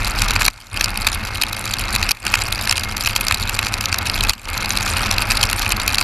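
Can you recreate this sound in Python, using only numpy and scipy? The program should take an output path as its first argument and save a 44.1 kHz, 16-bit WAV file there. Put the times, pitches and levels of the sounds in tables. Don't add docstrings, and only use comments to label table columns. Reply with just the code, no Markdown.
import sys
import numpy as np
from scipy import signal
from scipy.fft import rfft, irfft, next_fast_len
from scipy.io import wavfile

SR = 44100
rng = np.random.default_rng(int(sys.argv[2]) if len(sys.argv) > 2 else 0)


def unload_wav(signal):
    wavfile.write(
        sys.argv[1],
        SR,
        np.round(np.clip(np.atleast_2d(signal).T, -1, 1) * 32767).astype(np.int16),
    )


N = 265923
TIME = np.arange(N) / SR


def from_db(db):
    return 10 ** (np.asarray(db) / 20)


def rms_one(x):
    return x / np.sqrt(np.mean(x ** 2, axis=-1, keepdims=True) + 1e-20)


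def curve(points):
    seconds, values = np.transpose(points)
    return np.interp(TIME, seconds, values)


def drift(rate_hz):
    pole = np.exp(-2 * np.pi * rate_hz * 40 / SR)
    noise = rng.standard_normal(N // 40 + 2002)
    slow = signal.lfilter([1], [1, -2 * pole, pole ** 2], noise)[2000:]
    return np.interp(np.arange(N) / 40, np.arange(len(slow)), rms_one(slow))


def coloured_noise(spectrum):
    hz, db = np.transpose(spectrum)
    size = next_fast_len(N)
    bins_hz = np.maximum(np.fft.rfftfreq(size, 1 / SR), 1)
    gain = from_db(np.interp(np.log(bins_hz), np.log(hz), db))
    return rms_one(irfft(rfft(rng.standard_normal(size)) * gain, size)[:N])


def treble_above(x, hz):
    return signal.sosfiltfilt(signal.butter(2, hz, "high", fs=SR, output="sos"), x)


def swell(t, rise_s, decay_s):
    return np.exp(np.minimum(t / rise_s, -t / decay_s))


def place(seconds, sounds):
    at = np.round(seconds * SR).astype(int)
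    inside = (at >= 0) & (at < N)
    return np.bincount(at[inside], sounds[inside], N)


# (frequency [Hz], relative density [dB per Hz])
HISS_SPECTRUM = [(300, 1), (2400, -21), (5000, 8), (8000, 8), (13000, 1)]


def hiss(level_db):
    return from_db(level_db) * coloured_noise(HISS_SPECTRUM)


# (frequency [Hz], relative density [dB per Hz])
RUSH_SPECTRUM = [(200, -3.5), (480, -9), (640, -4.5), (860, 1), (1050, -1.5), (1300, 3.5), (1950, -4),
                 (2550, 1.5), (2950, -9), (3500, -11.5), (4500, -11.5), (6000, -18.5), (8000, -25.5),
                 (13000, -25.5)]


def rush(level_db, vary_db, treble_vary_db):
    noise = coloured_noise(RUSH_SPECTRUM)
    treble_gain = rms_one(from_db(treble_vary_db * np.tanh(drift(107))))
    uneven = noise + (treble_gain - 1) * treble_above(noise, 4500)
    return from_db(level_db + vary_db * drift(95)) * uneven


# (frequency [Hz], relative density [dB per Hz])
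BUFFET_SPECTRUM = [(20, -44), (50, -8.5), (68, -6.5), (88, 2), (118, -9.5), (155, -22), (202, -10),
                   (260, -20), (450, -27), (900, -33), (4000, -80)]
# (frequency [Hz], relative density [dB per Hz])
THROB_SPECTRUM = [(10, -33), (22, -13.5), (34, -6.5), (46, -11.5), (65, -25.5), (120, -38), (400, -80)]
# (time [s], level [dB])
THROB_LEVEL_CURVE = [(0, -23), (.38, -21), (.75, -31), (1.05, -27), (1.4, -30.5), (1.63, -36), (1.88, -26),
                     (2.15, -30), (2.6, -30.5), (2.9, -33), (3.45, -29.5), (4.0, -36), (4.24, -23.5),
                     (4.5, -31), (5.3, -26), (6.03, -31)]


def wind(buffet_db, lumpy_db):
    throb = rms_one(np.tanh(0.7 * coloured_noise(THROB_SPECTRUM)))
    buffet = from_db(buffet_db + lumpy_db * drift(30)) * coloured_noise(BUFFET_SPECTRUM)
    return from_db(curve(THROB_LEVEL_CURVE)) * throb + buffet


# (time [s], pitch [Hz])
WHINE_PITCH = [(0, 2131), (.6, 2146), (3.3, 2143), (4.2, 2158), (6.03, 2122)]
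# (multiple of the firing rate, relative level before waver [dB])
DRONE_HARMONICS = [(1, -44.5), (2, -37), (4, -49), (5, -54.5), (6, -51.5), (7, -56), (10, -49.5), (13, -59),
                   (14, -56)]
TEETH_PER_FIRING = 40


def engine(drone_db, whine_db, clatter_db, waver_db):
    whine_hz = curve(WHINE_PITCH) * (1 + 0.00205 * drift(11))
    firing_phase = 2 * np.pi * np.cumsum(whine_hz) / TEETH_PER_FIRING / SR
    drone = 0
    for multiple, db in DRONE_HARMONICS:
        phase = round(multiple) * firing_phase + rng.uniform(0, 2 * np.pi)
        drone = drone + from_db(db + waver_db * drift(16)) * np.sin(phase)
    whine = from_db(whine_db + waver_db * drift(24)) * np.sin(TEETH_PER_FIRING * firing_phase)
    pulse = ((1 + np.cos(firing_phase)) / 2) ** 4
    clatter = rms_one(coloured_noise(RUSH_SPECTRUM) * pulse)
    tones = np.sqrt(2) * (from_db(drone_db) * drone + whine)
    return tones + from_db(clatter_db) * clatter


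# (frequency [Hz], width [Hz], mean relative level [dB])
CASE_MODES = [(868, 185, -14), (1380, 167, -13), (2528, 191, 1), (3187, 135, -2.5), (3950, 536, 0.5),
              (4703, 438, 2), (5570, 650, -6.5), (7275, 610, -7), (8960, 1000, -10.5), (11880, 1620, -12)]


def case(force, vary_db):
    out = 0
    for k, (hz, width_hz, db) in enumerate(CASE_MODES):
        r = np.exp(-np.pi * width_hz / SR)
        poles = [1, -2 * r * np.cos(2 * np.pi * hz / SR), r * r]
        mode = (1 - r * r) / 2 * signal.lfilter([1, 0, -1], poles, force + 1e-18)
        mix = from_db(db + vary_db * rng.standard_normal((len(force), 1)))
        out = out + (-1) ** k * mode * mix
    return out


def splashes(t, count, rise_s, decay_s, scatter_db, scatter_s, vary_db):
    wetness = from_db(2.5 * rng.standard_normal((count, 1)))
    spatter = wetness * from_db(scatter_db) * swell(t, scatter_s, scatter_s)
    shape = swell(t, rise_s, decay_s) + spatter
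    sound = case(shape * rng.standard_normal((count, len(t))), vary_db)
    treble = signal.sosfilt(signal.butter(2, 3300, "high", fs=SR, output="sos"), sound)
    return sound / np.std(treble, axis=1, keepdims=True)


def fine_spray(level_db, spread_db, bright_db, count):
    chance = rng.random((count, 2))
    s = chance[:, :1] * TIME[-1]
    t = np.arange(-128, 192) / SR
    size = from_db(np.interp(s, TIME, level_db) - spread_db * np.sqrt(chance[:, 1:]))
    droplets = splashes(t, count, rise_s=0.0003, decay_s=0.00042,
                        scatter_db=-4.5, scatter_s=0.0017, vary_db=6.5)
    patter = place(s + t, size * droplets)
    return patter + (from_db(bright_db) - 1) * treble_above(patter, 7000)


LIGHT_SMACK_DB, LIGHT_RING_DB, LIGHT_RANGE_DB = -16, -18.5, 6.5


def light_drops(level_db, count):
    chance = rng.random((count, 3))
    s = (np.arange(count) + chance[:, 0]) / count * TIME[-1]
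    size_db = np.interp(s, TIME, level_db)[:, None] + LIGHT_RANGE_DB * (chance[:, 1:] - .5)
    return np.column_stack([s, size_db + [LIGHT_SMACK_DB, LIGHT_RING_DB]])


# (listed time [s], relative smack level [dB], relative ring and knock level [dB])
HEAVY_DROPS = [(0.2182, 0, -10), (0.2837, -6.5, -21), (0.3068, -2.5, -11), (0.3614, -4, -5),
               (0.4114, -10, -7), (0.4187, -4.5, -8), (0.4508, -0.5, -16), (0.4628, 0, -14),
               (0.4803, 2, -3), (0.7721, -9, -14), (0.8095, 0.5, -6), (0.842, 1.5, -17),
               (0.9736, -6, -17.5), (1.068, 1, -6.5), (1.0724, -2.5, -7.5), (1.0858, -10, -15),
               (1.4139, -3.5, -12.5), (1.4204, -1, -19), (1.4345, -3.5, -11.5), (1.529, -7.5, -33),
               (1.6544, -11, -25), (1.737, -3, -27), (1.7677, -18, -18), (1.9505, -3, -25),
               (1.9605, -3, -12.5), (2.0273, -3.5, -10), (2.0363, -10, -24), (2.0904, -2, -20),
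               (2.1091, -1.5, -10), (2.1146, 1.5, -31), (2.2657, -4.5, -10), (2.339, 0, 0),
               (2.3535, -4.5, -9), (2.389, -13, -23), (2.4188, -4.5, -20), (2.5238, -1.5, -39),
               (2.6729, -7, -10), (2.6942, 0, -13), (2.7103, 0.5, -9), (2.7244, -4.5, -10),
               (2.7786, -5.5, -15.5), (2.795, -10, -34), (2.8345, -8, -36), (2.9674, -7, -27),
               (3.0078, -6.5, -17), (3.0595, -4.5, -27), (3.0729, -3.5, -8), (3.1612, 0.5, -9),
               (3.2088, -4.5, -16), (3.2675, -7, -18), (3.2823, -1, -18), (3.3097, -3.5, -4),
               (3.3224, -5, -11), (3.3438, -1.5, -16), (3.4264, -7.5, -33), (3.4939, -6, -12.5),
               (3.5897, -2.5, -8.5), (3.6277, -10.5, -10.5), (3.667, -7.5, -11), (3.7388, -4, -12.5),
               (3.8085, -6.5, -19), (3.856, -2, -32), (3.926, -4.5, -9.5), (3.9424, -5, -8),
               (3.9853, -6.5, -25), (4.0971, -3, -12), (4.2073, -2.5, -15), (4.236, -4, -19),
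               (4.2943, 4, -10.5), (4.3018, -10, -15.5), (4.3335, -12.5, -17.5), (4.5765, -6.5, -34),
               (4.6576, -8.5, -28), (4.7046, -2.5, -12), (4.7724, -1, -13.5), (4.9655, -20, -10.5),
               (5.1113, -0.5, -10), (5.1816, -2, -11), (5.22, -4.5, -29), (5.3018, -10, -13),
               (5.3087, -2, -9), (5.3172, -2.5, -9.5), (5.3704, -3, -14), (5.4108, -5, -21),
               (5.4291, 2.5, -17), (5.4365, -2, -9), (5.4983, -7.5, -18), (5.5291, -5, -9.5),
               (5.5935, -7, -33), (5.619, -7.5, -15), (5.663, -14, -9), (5.7049, -11, -16),
               (5.7197, 0, -20), (5.7989, -7.5, -18), (5.8778, 1, -11.5), (5.9445, -2, -12),
               (5.9825, 1.5, -10.5), (6.0117, -4, -8)]
PEAK_DELAY_S = .0012
RING_HZ, RING_SPREAD_OCTAVES = 2585, 0.093
KNOCK_GROWTH = 0.39


def raindrops(light, splash_db, ring_db, thud_db):
    s, smack_db, own_db = np.vstack([HEAVY_DROPS, light]).T[:, :, None]
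    t = np.arange(-192, 320) / SR
    bursts = splashes(t, len(s), rise_s=0.000083, decay_s=0.000046,
                      scatter_db=-5, scatter_s=0.0013, vary_db=3.5)
    smack = from_db(smack_db + splash_db) * bursts
    hz = RING_HZ * 2 ** (RING_SPREAD_OCTAVES * rng.standard_normal(s.shape))
    ring_shape = swell(t, .0005, 3 / hz)
    ring = from_db(ring_db) * ring_shape * np.sin(2 * np.pi * hz * t)
    shell = signal.butter(2, [800, 2700], "band", fs=SR, output="sos")
    knock = swell(t, 0.00074, 0.0016) * rng.standard_normal(smack.shape)
    knock = rms_one(signal.sosfilt(shell, signal.sosfilt(shell, knock)))
    thud = from_db(thud_db + KNOCK_GROWTH * own_db) * knock
    return place(s + PEAK_DELAY_S + t, smack + from_db(own_db) * (ring + thud))


# (start [s], end [s], depth [dB])
WATER_FILMS = [(0.482, 0.71, -18), (2.114, 2.218, -15.5), (4.305, 4.44, -15.5)]
FILM_CLOSE_S, FILM_CLEAR_S = 0.013, 0.017


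def muffling():
    total_db = 0
    for start, end, depth_db in WATER_FILMS:
        closing = 1 - np.exp(-np.maximum(TIME - start, 0) / FILM_CLOSE_S)
        clearing = np.exp(-np.maximum(TIME - end, 0) / FILM_CLEAR_S)
        total_db = total_db + depth_db * closing * clearing
    return total_db


def spread_treble(sound):
    steep = signal.ellip(6, .5, 60, 5000, "high", fs=SR, output="sos")
    side = from_db(-10) * signal.sosfilt(steep, sound * np.tanh(2 * drift(150)))
    return np.array([sound + side, sound - side])


# (time [s], level [dB])
AIRSTREAM_CURVE = [(0, 0), (.34, 3), (.8, -3.5), (1.05, -2), (1.6, -5.5), (1.95, 1), (2.3, -2),
                   (2.65, -1.5), (2.85, -4), (3.15, -2), (3.75, -3), (4.17, 0.5), (4.55, -1.5), (5.05, 3.5),
                   (5.5, 1), (6.03, 1)]
RUSH_DB, BUFFET_DB, SPRAY_DB = -27.5, -29.5, -21
BUFFET_FOLLOWS, SPRAY_FOLLOWS = 0.7, 0.75
SPRAY_MUFFLED = 0.9


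def scene():
    air_db = curve(AIRSTREAM_CURVE)
    muffle_db = muffling()
    air = rush(RUSH_DB + air_db, vary_db=2, treble_vary_db=16)
    air = air + wind(BUFFET_DB + BUFFET_FOLLOWS * air_db, lumpy_db=2)
    motor = engine(drone_db=-1.5, whine_db=-40.5, clatter_db=-33, waver_db=3)
    spray_db = SPRAY_DB + SPRAY_FOLLOWS * air_db + SPRAY_MUFFLED * muffle_db
    spray = fine_spray(spray_db, spread_db=15, bright_db=2, count=640)
    light = light_drops(SPRAY_FOLLOWS * air_db + muffle_db, count=100)
    drops = raindrops(light, splash_db=-15.5, ring_db=2, thud_db=-9.5)
    return spread_treble(from_db(muffle_db) * (air + motor) + spray + drops + hiss(-55))


def record(dry):
    ceiling = .95
    limited = dry / (1 + (dry.mean(axis=0) / ceiling) ** 6) ** (1 / 6)
    top_cut = signal.ellip(10, .1, 70, 12900, fs=SR, output="sos")
    return signal.sosfilt(top_cut, ceiling * limited)


dry = scene()
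out = record(dry)
unload_wav(out)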